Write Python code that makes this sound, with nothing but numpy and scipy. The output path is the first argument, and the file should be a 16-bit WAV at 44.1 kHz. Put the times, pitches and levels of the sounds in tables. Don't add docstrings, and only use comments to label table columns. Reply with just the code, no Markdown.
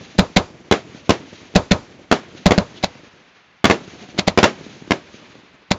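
import sys
import numpy as np
from scipy import signal
from scipy.fft import rfft, irfft
from scipy.io import wavfile

SR = 44100
rng = np.random.default_rng(int(sys.argv[2]) if len(sys.argv) > 2 else 0)


def generate_wav(sig):
    pcm = np.round(np.clip(np.atleast_2d(sig).T, -1, 1) * 32767).astype(np.int16)
    wavfile.write(sys.argv[1], SR, pcm)


N = 254893
TIME = np.arange(N) / SR
AGE = np.arange(SR // 2) / SR

# start_s, blast_db, jet_db, scatter_db, tube_travel_ms (the shell's time up the tube), jet_centre_hz
LAUNCHES = [(0.1883, 1.5, 1, 2, 5.8, 3760), (0.3652, -1.5, 5.5, 2.5, 3.6, 2960),
            (1.5573, 2.5, 2, 2.5, 6.6, 3130), (1.7129, 1, 2.5, 2, 3.95, 2460),
            (2.4600, 2.5, 3, 2, 3.4, 2620), (2.579, -1.5, -6, -1, 1.7, 4300),
            (2.8379, -17.5, -5, -13, 10, 4200), (4.1886, -15.5, -3.5, -11, 10, 3200),
            (4.277, -9.5, -2.5, -7.5, 6.2, 3400), (5.7119, -11, -3, -7.5, 6.1, 4540)]
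# start_s, blast_db, overpressure_ms, scatter_db, far_echo_db
BURSTS = [(-0.225, 0, 1, -2, 2), (0.7125, -2, 0.97, -0.5, 1), (1.0937, -2, 1.33, -2, 1),
          (2.1141, -2, 0.7, -1, 1), (2.5082, -5, 1.3, -3.5, -2), (3.6429, -1, 0.88, 0.5, 3),
          (3.6990, -2.5, 1, -1, 0), (4.3754, -1, 0.73, -1, 1), (4.4298, 2.5, 0.82, 3.5, 2),
          (4.9078, -8, 0.98, -7.5, -2)]


def undb(db):
    return 10 ** (np.asarray(db) / 20)


def add(out, start_s, sound):
    i = int(round(start_s * SR))
    part = sound[max(-i, 0):max(len(out) - i, 0)]
    first = max(i, 0)
    out[first:first + len(part)] += part


def butter(x, hz, kind, order=2):
    return signal.sosfilt(signal.butter(order, min(hz, .45 * SR), kind, fs=SR, output="sos"), x)


def on_log_axis(hz, points, values):
    return np.interp(np.log(hz + 1), np.log(points), values)


def colour(x, spectrum):
    hz = np.fft.rfftfreq(len(x), 1 / SR)
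    gain = undb(on_log_axis(hz, *np.transpose(spectrum)))
    y = irfft(rfft(x) * gain, len(x))
    return y / np.std(y)


def coloured_burst(spectrum):
    return colour(rng.standard_normal(len(AGE)), spectrum)


def swell(centre_s, width_s):
    return np.exp(-.5 * ((AGE - centre_s) / width_s) ** 2)


def waver(hz):
    x = butter(rng.standard_normal(N), hz, "low")
    return x / np.std(x)


def noise(spectrum, flutter_db, flutter_hz):
    return colour(rng.standard_normal(N), spectrum) * undb(flutter_db * waver(flutter_hz))


def linger(events, fall_db_per_s, peak_s=0, rise_db_per_s=0):
    power = 0
    for start_s, db in events:
        past = TIME - start_s - peak_s
        level_db = db + np.minimum(rise_db_per_s * past, -fall_db_per_s * past)
        power = power + (TIME > start_s) * undb(level_db) ** 2
    return np.sqrt(power)


def blast(length_ms):
    u = AGE * 1000 / length_ms
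    return (1 - u) * np.exp(-u)


def reflect(wave, paths):
    out = np.zeros(len(wave))
    for delay_ms, db in paths:
        add(out, delay_ms / 1000, undb(db) * wave)
    return out


def scatter(table, start_s, rise_s):
    points, db, t60 = np.transpose(table)
    spectrum = rfft(coloured_burst(np.c_[points, db]))
    octave = np.clip(np.log2(np.fft.rfftfreq(len(AGE), 1 / SR) / 60 + 1e-9), 0, 7)
    out = 0
    for k in range(8):
        band = irfft(spectrum * np.maximum(1 - abs(octave - k), 0), len(AGE))
        t60_s = on_log_axis(60 * 2 ** k, points, t60)
        out = out + band * np.exp(-np.log(1000) * AGE / t60_s)
    return out * np.clip((AGE - start_s) / rise_s, 0, 1)


def night():
    # frequency_hz, relative_level_db (per Hz)
    night_air = [(25, 0), (60, -3), (150, -3), (500, -2.5), (1000, 0), (2300, 1), (3800, -7), (5000, -16),
                 (7000, -26)]
    return undb(-56.5) * colour(rng.standard_normal(N), night_air)


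def bursts(echo_blur_db=-17, slap_db=-17, slap_fall_db_per_ms=0.5):
    # delay_ms, level_db
    near_paths = [(0, 0), (2.7, -12), (4.7, -16), (8.5, -16), (10.3, 1), (13.2, -6), (14.6, -13),
                  (26.3, -17)]
    # delay_s, relative_level_db
    houses = [(.235, -28.5), (.446, -29), (.526, -35.5)]
    # frequency_hz, relative_level_db (per Hz), t60_s
    surroundings = [(40, -23, 0.092), (123, -2, 0.2), (255, -3.5, 0.27), (477, 8.5, 0.13), (970, -6, 0.19),
                    (1960, -11, 0.19), (3900, -19, 0.21), (7150, -26, 0.21)]
    # frequency_hz, relative_level_db (per Hz)
    tear_spectrum = [(300, 0.5), (1000, 3.5), (2300, 5), (4000, -0.5), (7500, -4.5)]
    far_spectrum = [(50, -19.5), (150, 6), (320, 15), (600, -25), (1500, -6.5), (6000, -23)]
    out = np.zeros(N)
    for start_s, db, length_ms, scatter_db, far_db in BURSTS:
        tear = undb(-16.5) * swell(0.0025, 0.0013) * coloured_burst(tear_spectrum)
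        slaps = [(ms, slap_db - slap_fall_db_per_ms * ms) for ms in rng.uniform(15, 70, size=12)]
        crack = reflect(blast(length_ms) + tear, list(near_paths) + slaps)
        crack = butter(butter(crack, 3520, "low", order=1), 119, "high")
        add(out, start_s, undb(db + 15.0) * crack)
        add(out, start_s, undb(scatter_db - 5.5) * scatter(surroundings, 0.0075, 0.0023))
        thud = undb(1.5) * butter(butter(blast(length_ms), 390, "low"), 135, "high")
        for delay_s, echo_db in houses:
            blur = undb(echo_blur_db) * np.exp(-AGE / .008) * coloured_burst(far_spectrum)
            add(out, start_s + delay_s, undb(far_db + echo_db + 10) * (thud + blur))
    return out


def booms(base_db=-19, growth_db_per_db=3.5, rise_s=0.01, decay_s=0.019):
    # frequency_hz, relative_level_db (per Hz)
    boom_spectrum = [(80, -25), (130, -3), (190, -3), (300, -3.5), (450, -6), (650, -21), (2000, -50)]
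    out = np.zeros(N)
    envelope = np.minimum(AGE / rise_s, 1) * np.exp(-AGE / decay_s)
    for start_s, _, _, scatter_db, _ in BURSTS:
        gain = undb(base_db + growth_db_per_db * scatter_db)
        add(out, start_s, gain * envelope * coloured_burst(boom_spectrum))
    return out


def far_echoes():
    # frequency_hz, relative_level_db (per Hz)
    roll_spectrum = [(25, -18.5), (60, -5.5), (130, -1.5), (300, -2.5), (600, -9.5), (1200, -25),
                     (3000, -37.5), (7000, -31)]
    tree_spectrum = [(500, -13.5), (1100, -4), (2300, 3.5), (4000, 2), (5200, -4), (6600, -1),
                     (8000, -32.5)]
    launch_roll_db, burst_roll_db = -45, -44.5
    roll_hold_s, roll_fall_db_per_s = 0.22, 23
    trees_db, trees_delay_s, trees_rise_db_per_s, trees_fall_db_per_s = -48, 0.26, 84, 43.5

    tubes = [(start_s, scatter_db + launch_roll_db) for start_s, _, _, scatter_db, _, _ in LAUNCHES]
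    shells = [(start_s, far_db) for start_s, *_, far_db in BURSTS]
    launch_roll = linger(tubes, roll_fall_db_per_s)
    burst_roll = undb(burst_roll_db) * linger(shells, roll_fall_db_per_s, roll_hold_s)
    roll = np.hypot(launch_roll, burst_roll)
    wash = undb(trees_db) * linger(shells, trees_fall_db_per_s, trees_delay_s, trees_rise_db_per_s)
    rolling = roll * noise(roll_spectrum, flutter_db=3.0, flutter_hz=22.2)
    return rolling + wash * noise(tree_spectrum, flutter_db=2.2, flutter_hz=18)


def burning():
    # frequency_hz, relative_level_db (per Hz)
    hiss_spectrum = [(300, -7), (1000, 2.5), (2300, 2.5), (3800, -3), (5200, -5.5), (6600, -7), (8000, -38)]
    fizz_spectrum = [(1500, -29), (3000, 8), (3800, 6), (5000, -3), (7000, -22)]
    comet_db, comet_fall_db_per_s = -51, 20.5
    stars_db, stars_fall_db_per_s, stars_top_hz = -49, 12, 4600
    fizz_s, fizz_width_s, fizz_db = 2.775, .013, -43

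    stars = linger([(start_s, stars_db) for start_s, *_ in BURSTS], stars_fall_db_per_s)
    comets = linger([(start_s, comet_db) for start_s, *_ in LAUNCHES], comet_fall_db_per_s)
    near = noise(hiss_spectrum, flutter_db=2.2, flutter_hz=13)
    high = butter(noise(hiss_spectrum, flutter_db=1.84, flutter_hz=14), stars_top_hz, "low", order=4)
    fizz = undb(fizz_db) * np.exp(-.5 * ((TIME - fizz_s) / fizz_width_s) ** 2)
    return comets * near + stars * high + fizz * colour(rng.standard_normal(N), fizz_spectrum)


def launches(leak_db=-24, leak_thump_db=-15, jet_decay_s=0.0099, fresh=0.46, jet_ring_gain=undb(2) - 1,
             surround_db=-12):
    # frequency_hz, level_db, t60_s
    tube = [(184.4, 4.5, 0.056), (576, -4.5, 0.067), (724, -10, 0.07)]
    # delay_ms, relative_level_db
    near_paths = [(0, 6.5), (5.2, -15.5), (9.4, -14.5), (15.2, -25.5)]
    # frequency_hz, relative_level_db (per Hz), t60_s
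    surroundings = [(40, -1.5, .2), (104.5, 3, 0.2), (196, 0, 0.17), (359, -4, 0.2), (547, 2, 0.16),
                    (720, -4.5, 0.31), (1340, -13.5, 0.07), (2490, -29, 0.32), (7000, -39.5, 0.43)]
    # frequency_hz, relative_level_db (per Hz)
    jet_spectrum = [(200, -0.5), (750, 7.5), (1100, -2), (1600, -1), (2200, 4), (3000, -3), (4000, 3.5),
                    (5500, -7), (7500, -8.5)]
    out = np.zeros(N)
    ring = np.zeros(len(AGE))
    for hz, db, t60_s in tube:
        ring += undb(db) * np.cos(2 * np.pi * hz * AGE) * np.exp(-np.log(1000) * AGE / t60_s)
    thump = butter(undb(4.5) * reflect(blast(2.3), near_paths) + ring, 2500, "low")
    shared = scatter(surroundings, 0.0065, 0.016)
    spit = undb(-9.5) * swell(0, 0.00047)
    peak = undb(-2.5) * swell(0.0064, 0.001)
    jet = spit + peak + undb(-7.0) * np.exp(-AGE / jet_decay_s)
    push = undb(leak_thump_db) * butter(blast(2.0), 700, "low")
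    for start_s, db, jet_db, scatter_db, lead_ms, jet_hz in LAUNCHES:
        lead_s = lead_ms / 1000
        leak = undb(leak_db) * np.exp(np.minimum(AGE / lead_s, 1)) * (AGE < lead_s)
        gas = coloured_burst(jet_spectrum)
        resonance = signal.lfilter(*signal.iirpeak(jet_hz, 3.5, fs=SR), gas)
        gas = 0.79 * gas + jet_ring_gain * resonance
        add(out, start_s - lead_s, undb(jet_db) * leak * gas[::-1] + undb(db) * push)
        add(out, start_s, undb(db) * thump + undb(jet_db) * jet * gas)
        around = shared + fresh * scatter(surroundings, 0.0083, 0.0082)
        add(out, start_s, undb(scatter_db + surround_db) * around)
    return out


def thin_tone(db=-53, start_s=3.87, length_s=.3):
    u = np.clip((TIME - start_s) / length_s, 0, 1)
    hz = 700 + 35 * np.sqrt(u)
    envelope = np.sqrt(4 * u * (1 - u))
    return undb(db) * envelope * np.sin(2 * np.pi * np.cumsum(hz) / SR)


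def scene():
    bangs = bursts() + booms() + launches()
    return (night() + bangs + far_echoes() + burning() + thin_tone())[None]


def record(dry, ceiling=0.72, duck=2.2, mic_band_hz=7390, top_hz=16500):
    x = -butter(butter(dry, 79, "high", order=1), 39.5, "high", order=1) / ceiling
    x = ceiling * x / (1 + x ** 8) ** (1 / 8)
    recent_power = np.maximum(butter(x ** 2, 2.2, "low", order=3), 0)
    x = x / (1 + duck * recent_power)
    x = butter(x[:, ::-1], mic_band_hz, "low", order=16)[:, ::-1]
    x = np.clip(butter(x, mic_band_hz, "low", order=16), -.71, .71)
    return signal.sosfilt(signal.ellip(8, .2, 70, top_hz, fs=SR, output="sos"), x)


dry = scene()
out = record(dry)
generate_wav(out)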